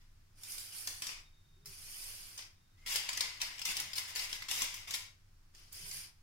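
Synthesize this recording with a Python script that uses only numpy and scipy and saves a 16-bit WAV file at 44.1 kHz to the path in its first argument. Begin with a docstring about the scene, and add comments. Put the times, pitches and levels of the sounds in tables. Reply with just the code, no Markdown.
"""Foil-capped cups hiss and tick as they slide over a stone counter, grit grinding under them.
Then a knife is worked through the lid of one: the blade squeaks, and the foil buckles in sharp snaps
and tears in runs of tiny cracks, coloured by the resonances of the lid. A cup slides once more.
A tiled kitchen reverberates after each burst, over a few faint tones, soft booms of the counter,
a low rumble and an even hiss."""
import sys
import numpy as np
from scipy import signal
from scipy.fft import rfft, irfft, next_fast_len
from scipy.io import wavfile
from scipy.ndimage import uniform_filter1d

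SR = 44100
rng = np.random.default_rng(int(sys.argv[2]) if len(sys.argv) > 2 else 0)


def wrap_up_sound(samples):
    """Save the sound to the file named by the first command line argument, as 16-bit audio."""
    columns = np.atleast_2d(samples).T
    # keep every value between -1 and 1, then stretch to whole-number steps
    tamed = np.clip(columns, -1, 1)
    steps = np.round(tamed * 32767).astype(np.int16)
    wavfile.write(sys.argv[1], SR, steps)


N = 274302
TIME = np.arange(N) / SR


# The foil buckles. Each row: start in seconds, relative level in dB, treble tilt in dB per octave.
FOIL_SNAPS = [(2.862, -32, 3), (2.9232, -26, 4), (2.9572, -14, 0), (3.0894, -18.5, -1.5), (3.13, -23, 0),
              (3.1735, -20.5, 0.5), (3.207, -14, -0.5), (3.4155, -17, -1.5), (3.5805, -33.5, -4),
              (3.592, -28.5, -0.5), (3.616, -23.5, -1.5), (3.654, -19, 4.5), (3.687, -24.5, -3),
              (3.7672, -20.5, 1.5), (3.7999, -21.5, 5.5), (3.9326, -25, -2.5), (3.9812, -20.5, -1),
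              (4.158, -21, -1.5), (4.1929, -24, 0.5), (4.328, -23, -0.5), (4.421, -28, -3),
              (4.4853, -27, -4), (4.5116, -17, -1), (4.5878, -28, -11), (4.6188, -16, 0),
              (4.7414, -27, 1.5), (4.9076, -24, 2), (4.951, -28, 6)]
# Fingers press a lid or the blade pushes through. Each row: start in seconds, length in seconds,
# relative final level in dB, swell in dB, treble tilt in dB per octave.
LID_PUSHES = [(0.0, 0.052, -68, -2.5, -4), (2.769, 0.067, -66, -0.5, -4), (2.859, 0.11, -35, 6.5, -0.5),
              (3.081, 0.18, -42.5, 12.5, -6), (3.4, .035, -38.5, 5, -3.5), (3.648, 0.074, -39, -0.5, -1.5),
              (3.749, 0.063, -41.5, 5, -3), (3.953, .04, -39, 0.5, 0.5), (4.074, 0.036, -47, 1, -1),
              (4.148, 0.11, -43.5, -3, -1), (4.289, .075, -45.5, 3, -2), (4.482, .165, -38, 3, -0.5),
              (4.74, .03, -49.5, 14, 6), (4.871, 0.068, -47, -1, -2.5), (4.936, 0.026, -45, -16, 0)]
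def foil(snap_db=12, tear_db=0.5):
    """Buckling and fracture: a thin sheet under load gives way in single snaps and in tearing runs."""
    out = np.zeros(N)
    for start, db, tilt_db in FOIL_SNAPS:
        buckle = snap(5170, tilt_db, crumple_s=0.003, peak_db=5, width_hz=3800, lid_share=1)
        add(out, start, amp(db + snap_db) * buckle)
    for start, *stroke in LID_PUSHES:
        add(out, start, amp(tear_db) * push(start, *stroke))
    return out


# The spectrum of cracking foil. Each row: frequency in Hz, relative level in dB.
FOIL_SPECTRUM = [(100, -17), (350, -17), (520, -18.5), (720, -14.5), (1400, -11.5), (2100, -4),
                 (4100, -7.5), (6500, -3.5), (9000, -5), (12500, -7), (16000, -11.5)]
# The modes of the lid over the cup. Each row: frequency in Hz, bandwidth in Hz, boost in dB.
LID_MODES = [(1014, 150, 7), (2085, 290, 4.5), (2820, 430, 4), (3470, 1000, 5), (5060, 1070, 8.5)]
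def foil_colour(f, tilt_db, lid_share):
    """Resonance: broad lid modes lift the foil's spectrum, in dB, which is tilted above 2 kHz."""
    modes = sum(db * resonance(f, hz, width) for hz, width, db in LID_MODES)
    return read(FOIL_SPECTRUM, f) + lid_share * modes + tilt_db * np.log2(np.maximum(f, 2000))


def snap(hz, tilt_db, crumple_s, peak_db, width_hz, lid_share):
    """Impulse excitation: a tight cluster of cracks drives a damped resonance, as when a facet flips."""
    def spectrum(f):
        return foil_colour(f, tilt_db, lid_share) + peak_db * resonance(f, hz, width_hz)
    t = np.arange(1024) / SR
    cluster = cracks(len(t), per_s=22000, spread_db=1.5) * np.exp(-t / crumple_s)
    sound = colour(cluster, spectrum, size=1024)
    return sound / np.linalg.norm(sound)


def push(start, length, db, swell_db, tilt_db):
    """Tearing lasts as long as the load; then the blade's friction on the cut edge dies away."""
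    attack_s, knife_out_s = 0.0033, 4.965
    drag_s, drag_db, fade_db_per_s = 0.2, -10, 57
    t = np.arange(round((length + drag_s) * SR)) / SR
    swell = amp(swell_db * np.minimum(t / length - 1, 0))
    tearing = (t <= length) * np.minimum(t / attack_s, 1) * swell
    dragging = (t > length) * (start + t < knife_out_s) * amp(drag_db - fade_db_per_s * (t - length))
    return amp(db) * (tearing * crinkle(len(t), tilt_db) + dragging * crinkle(len(t), tilt_db=-3.5))


def crinkle(samples, tilt_db):
    """Fracture in small steps: a steady run of tiny cracks is filtered by foil and lid."""
    run = cracks(samples, per_s=6500, spread_db=2.5)
    return unit(colour(run, lambda f: foil_colour(f, tilt_db, lid_share=1), size=1024))


# A cup is pushed over the stone. Each row: start, moment of top speed and end in seconds,
# then the relative levels of grinding and of hiss at top speed in dB.
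CUP_SLIDES = [(0.348, 0.434, 0.43, -61, -62.5), (0.432, 0.496, 0.79, -53.5, -52.5),
              (0.721, 0.78, 1.055, -54.5, -53.5), (1.023, 1.085, 1.13, -48.5, -58),
              (1.66, 2.028, 2.385, -53.5, -54.5), (2.374, 2.383, 2.43, -51, -64),
              (5.532, 5.57, 5.84, -62, -72.5), (5.721, 5.96, 6.05, -51, -53)]
# The spectra of the grinding and of the hiss. Each row: frequency in Hz, relative level in dB.
GRIND_SPECTRUM = [(150, -36), (250, -31), (392, -30), (415, -13.5), (555, -21.5), (1250, -15), (1530, -10),
                  (1750, -12), (2370, -2), (2660, -4.5), (3260, -3.5), (3760, -9), (4960, 3), (6720, -6),
                  (8000, -11.5), (10400, -41), (17600, -120)]
HISS_SPECTRUM = [(4000, -24.5), (7000, -13.5), (8400, -8.5), (9500, 0.5), (10700, -8), (12700, -7),
                 (16000, -18.5)]
def sliding_cups(grind_db=1, hiss_db=5, slow_grind_db=-9, slow_hiss_db=-11.5):
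    """Sliding friction: grit under a cup grinds and hisses, louder and brighter with speed."""
    grind_level, hiss_level = np.zeros((2, N))
    for start, fastest, end, low_db, high_db in CUP_SLIDES:
        speed = np.interp(TIME, [start, fastest, end], [0, 1, 0])
        moving = (TIME >= start) & (TIME <= end)
        grind_level += moving * amp(grind_db + low_db + slow_grind_db * (1 - speed))
        hiss_level += moving * amp(hiss_db + high_db + slow_hiss_db * (1 - speed))
    coarse_grit = grind_level * cracks(N, per_s=11000, spread_db=2)
    fine_grit = hiss_level * cracks(N, per_s=12000, spread_db=10.5)
    grind = colour(coarse_grit, lambda f: read(GRIND_SPECTRUM, f))
    hiss = colour(fine_grit, lambda f: read(HISS_SPECTRUM, f))
    return grind + hiss


# A cup is gripped, catches on the stone or is set down.
# Each row: start in seconds, relative level in dB, treble tilt in dB per octave.
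CUP_TICKS = [(0.4338, -28, 2.5), (0.5193, -27, 5.5), (0.5808, -24.5, 2), (0.8726, -17, 0.5),
             (1.02, -19, -2), (1.068, -21, 0), (1.0915, -24.5, -6.5), (1.6578, -28.5, 3.5),
             (1.6674, -33.5, 3), (2.16, -37, 12), (2.377, -29, -0.5), (2.39, -29, -3.5), (5.548, -40, -0.5),
             (5.727, -28, 10), (5.913, -27.5, 0)]
def cup_ticks(gain_db=8.5):
    """Impact: each brief contact makes a cup click, lightly coloured by the modes of its lid."""
    out = np.zeros(N)
    for start, db, tilt_db in CUP_TICKS:
        tick = snap(5430, tilt_db, crumple_s=0.0024, peak_db=5.5, width_hz=4500, lid_share=0.5)
        add(out, start, amp(db + gain_db) * tick)
    return out


# The stereo balance of the foil and of the cups. Each row: frequency in Hz, left minus right in dB.
FOIL_BALANCE = [(60, 13), (92, 15), (140, -13), (210, 6), (330, -4.5), (500, 4), (770, 2), (1170, 2.5),
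                (1790, -1), (2740, 2.5), (4190, 8), (6410, 3.5), (9810, -7), (15000, -7.5)]
CUP_BALANCE = [(60, 9), (92, 4), (140, 8), (210, -10), (330, -7), (500, -3), (770, 3), (1170, -2.5),
               (1790, -0.5), (2740, 2), (4190, 6.5), (6410, 2.5), (9810, -10), (15000, -11.5)]
def kitchen(x, balance, early_db, tail_db):
    """Room response: echoes and reverberation add, with a level difference between the ears."""
    heard = near_echoes(x, early_db) + amp(tail_db) * room_tail(x)
    padded = next_fast_len(N + SR // 10)
    difference_db = read(balance, np.fft.rfftfreq(padded, 1 / SR))
    ear_gains = amp([difference_db / 2, -difference_db / 2])
    ear_gains /= np.sqrt((ear_gains ** 2).mean(0))
    return irfft(rfft(heard, padded) * ear_gains, padded)[:, :N]


def near_echoes(x, early_db, decay_s=0.0045, hop=700):
    """Early reflections off the counter join the direct sound; paths change as hands and cups move."""
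    t = np.arange(hop) / SR
    heard = np.zeros((2, N))
    window = np.sin(np.pi * np.arange(2 * hop) / (2 * hop))
    for start in range(0, N - 2 * hop, hop):
        paths = rng.standard_normal((2, hop)) * np.exp(-t / decay_s)
        paths *= amp(early_db) / np.linalg.norm(paths, axis=1, keepdims=True)
        paths[[0, 1], rng.integers(0, 12, 2)] += 1  # the direct path to each ear
        part = x[start:start + 2 * hop] * window
        for ear, sound in zip(heard, signal.fftconvolve(part[None], paths, axes=1)):
            add(ear, start / SR, sound)
    return heard / np.sqrt(1 + amp(2 * early_db))


# The reverberation time of the kitchen. Each row: frequency in Hz, time to fall 60 dB in seconds.
REVERB_TIMES = [(200, 0.18), (800, 0.54), (2100, 0.56), (5500, 0.46), (10000, 0.34), (16000, 0.29)]
def room_tail(x, build_s=0.0043, count=6, hop=1500):
    """Reverberation: dense echoes linger longest in the midrange; moving sources feed tails in turn."""
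    t = np.arange(SR // 2) / SR
    hz, frame_s, spectra = signal.stft(rng.standard_normal((count, 2, len(t))), SR, nperseg=256)
    decay = amp(-60 * frame_s / read(REVERB_TIMES, hz)[:, None])
    tails = signal.istft(spectra * decay, SR, nperseg=256)[1][..., :len(t)]
    tails *= 1 - np.exp(-t / build_s)
    tails /= np.linalg.norm(tails, axis=2, keepdims=True)
    turn = np.arange(N) // hop % count
    return sum(signal.oaconvolve((x * (turn == k))[None], tail, axes=1)[:, :N]
               for k, tail in enumerate(tails))


# The glide of the blade's squeak. Each row: time in seconds, frequency in Hz, level in dB.
SQUEAK_GLIDE = [(2.77, 1980, -68), (2.82, 2070, -72), (2.845, 2120, -57.5), (2.865, 2200, -65)]
def blade_squeak():
    """Friction: the tip of the blade gives a rough rising tone before it breaks through."""
    return tone(SQUEAK_GLIDE, width_hz=270)


# A faint thin whistle comes and goes. 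Each row: start in seconds, end in seconds, first level in dB.
THIN_WHISTLES = [(1.23, 1.66, -67), (2.563, 2.78, -76)]
def whistles(hz=3694, fade_db_per_s=15):
    """Exponential decay: each whistle fades as it wavers about one pitch."""
    return sum(tone([(start, hz, db), (end, hz, db - fade_db_per_s * (end - start))], width_hz=96)
               for start, end, db in THIN_WHISTLES)


# Faint low hoots. Each row: start in seconds, length in seconds, level in dB.
LOW_HOOTS = [(1.57, 0.16, -72.5), (5.788, 0.12, -72.5)]
def hoots(end_hz=365.4, top_hz=423):
    """Frequency glide: the pitch of each hoot rises and falls along half a sine wave."""
    along = np.linspace(0, 1, 10)
    arch = end_hz + (top_hz - end_hz) * np.sin(np.pi * along)
    return sum(tone([(start + u * length, hz, db) for u, hz in zip(along, arch)], width_hz=80)
               for start, length, db in LOW_HOOTS)


# The counter booms under a hand or a cup. 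Each row: start in seconds, length in seconds, level in dB.
COUNTER_BOOMS = [(0.55, 0.34, -81), (1.58, 0.21, -67), (3.7, 0.23, -67), (4.5, 0.23, -85),
                 (5.77, 0.27, -66.5)]
def counter_booms(hz=148, width_hz=40):
    """Forced vibration: noise drives one low resonance of the counter in soft swells."""
    out = np.zeros(N)
    for start, length, db in COUNTER_BOOMS:
        force = rng.standard_normal(SR)
        ringing = colour(force, lambda f: 20 * np.log10(resonance(f, hz, width_hz)), size=8192)
        ringing = unit(ringing[-round(length * SR):])
        add(out, start, amp(db) * ringing * signal.windows.tukey(len(ringing), 0.7))
    return out


# The spectra of the rumble and of the even hiss. Each row: frequency in Hz, relative level in dB.
RUMBLE_SPECTRUM = [(10, -10.5), (20, 3.5), (25, 4.5), (29, -12.5), (38, -14.5), (46, -15), (60, -18),
                   (80, -8.5), (98, -6), (118, -19), (145, -18), (190, -23.5), (300, -45), (600, -81)]
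AIR_SPECTRUM = [(200, -13.5), (260, -11.5), (350, -9), (450, -16), (1400, -11), (3500, -16.5),
                (5200, -13.5), (8000, -20), (16000, -24)]
def background(rumble_db=-61.5, air_db=-65.5, rumble_apart=0.02):
    """Stationary noise: a low rumble, nearly alike in both ears, and a faint hiss independent in each."""
    def noise(spectrum):
        gain = amp(read(spectrum, np.fft.rfftfreq(N, 1 / SR)))
        return unit(irfft(rfft(rng.standard_normal((2, N))) * gain, N))
    both, apart = noise(RUMBLE_SPECTRUM)
    rumble = both + rumble_apart * np.array([apart, -apart])
    return amp(rumble_db) * rumble + amp(air_db) * noise(AIR_SPECTRUM)


def tone(rows, width_hz):
    """Random modulation widens a tone into a narrow band; it glides along rows of seconds, Hz and dB."""
    times, hz, db = np.transpose(rows)
    knots = np.arange(0, TIME[-1] + 1, 1 / width_hz)
    jitter = rng.standard_normal(len(knots)) + 1j * rng.standard_normal(len(knots))
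    waver = 1.7 + np.interp(TIME, knots, jitter)
    gate = uniform_filter1d(1.0 * ((TIME > times[0]) & (TIME < times[-1])), size=1500)
    phase = 2 * np.pi * np.cumsum(np.interp(TIME, times, hz)) / SR
    return gate * amp(np.interp(TIME, times, db)) * unit((waver * np.exp(1j * phase)).real)


def cracks(samples, per_s, spread_db):
    """Shot noise: impulses arrive at random, mostly small and a few large."""
    sizes = amp(spread_db * np.minimum(rng.exponential(1, samples), 3))
    return unit(sizes * rng.choice([-1, 1], samples) * (rng.random(samples) < per_s / SR))


def colour(x, curve, size=2048):
    """Minimum-phase filtering: a causal response of unit energy follows a dB curve over frequency."""
    log_gain = np.log(amp(curve(abs(np.fft.fftfreq(size, 1 / SR)))) + 1e-6)
    taps = np.fft.ifft(np.exp(np.conj(signal.hilbert(log_gain)))).real
    return signal.fftconvolve(x, taps / np.linalg.norm(taps))[:len(x)]


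def resonance(f, hz, width_hz):
    """The bell curve of a damped resonator, one at its centre."""
    return 1 / (1 + (2 * (f - hz) / width_hz) ** 2)


def read(points, hz):
    """Interpolation of a table on a log-frequency axis."""
    f, value = np.transpose(points)
    return np.interp(np.log(hz + 1), np.log(f + 1), value)


def amp(db):
    """Decibels as an amplitude ratio."""
    return 10 ** (np.asarray(db) / 20)


def unit(x):
    """Normalisation to an rms of one."""
    return x / np.sqrt(np.mean(x ** 2) + 1e-20)


def add(mix, start_s, sound):
    """Superposition: a sound joins the mix at its start time."""
    part = mix[max(round(start_s * SR), 0):][:len(sound)]
    part += sound[:len(part)]


def scene():
    """Superposition: foil and cups sound in the kitchen, over faint tones, booms and rumble."""
    lid = kitchen(foil(), FOIL_BALANCE, early_db=10, tail_db=-3.5)
    cups = kitchen(cup_ticks() + sliding_cups(), CUP_BALANCE, early_db=10.5, tail_db=-1.5)
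    return lid + cups + whistles() + hoots() + blade_squeak() + counter_booms() + background()


def record(dry, open_db=-55, depth_db=8, steepness=0.96, edge_hz=15900):
    """Downward expansion: a noise suppressor lowers all but the bass when quiet; a low-pass follows."""
    bass = signal.sosfiltfilt(signal.butter(2, 250, fs=SR, output="sos"), dry)
    upper = dry - bass
    power = uniform_filter1d((upper ** 2).mean(0), size=900)
    level_db = 10 * np.log10(abs(power) + 1e-12)
    gain = amp(np.clip(steepness * (level_db - open_db), -depth_db, 0))
    low_pass = signal.firwin(511, edge_hz, window=("kaiser", 9), fs=SR)
    return signal.oaconvolve(bass + upper * gain, low_pass[None], "same")


dry = scene()
out = record(dry)
wrap_up_sound(out)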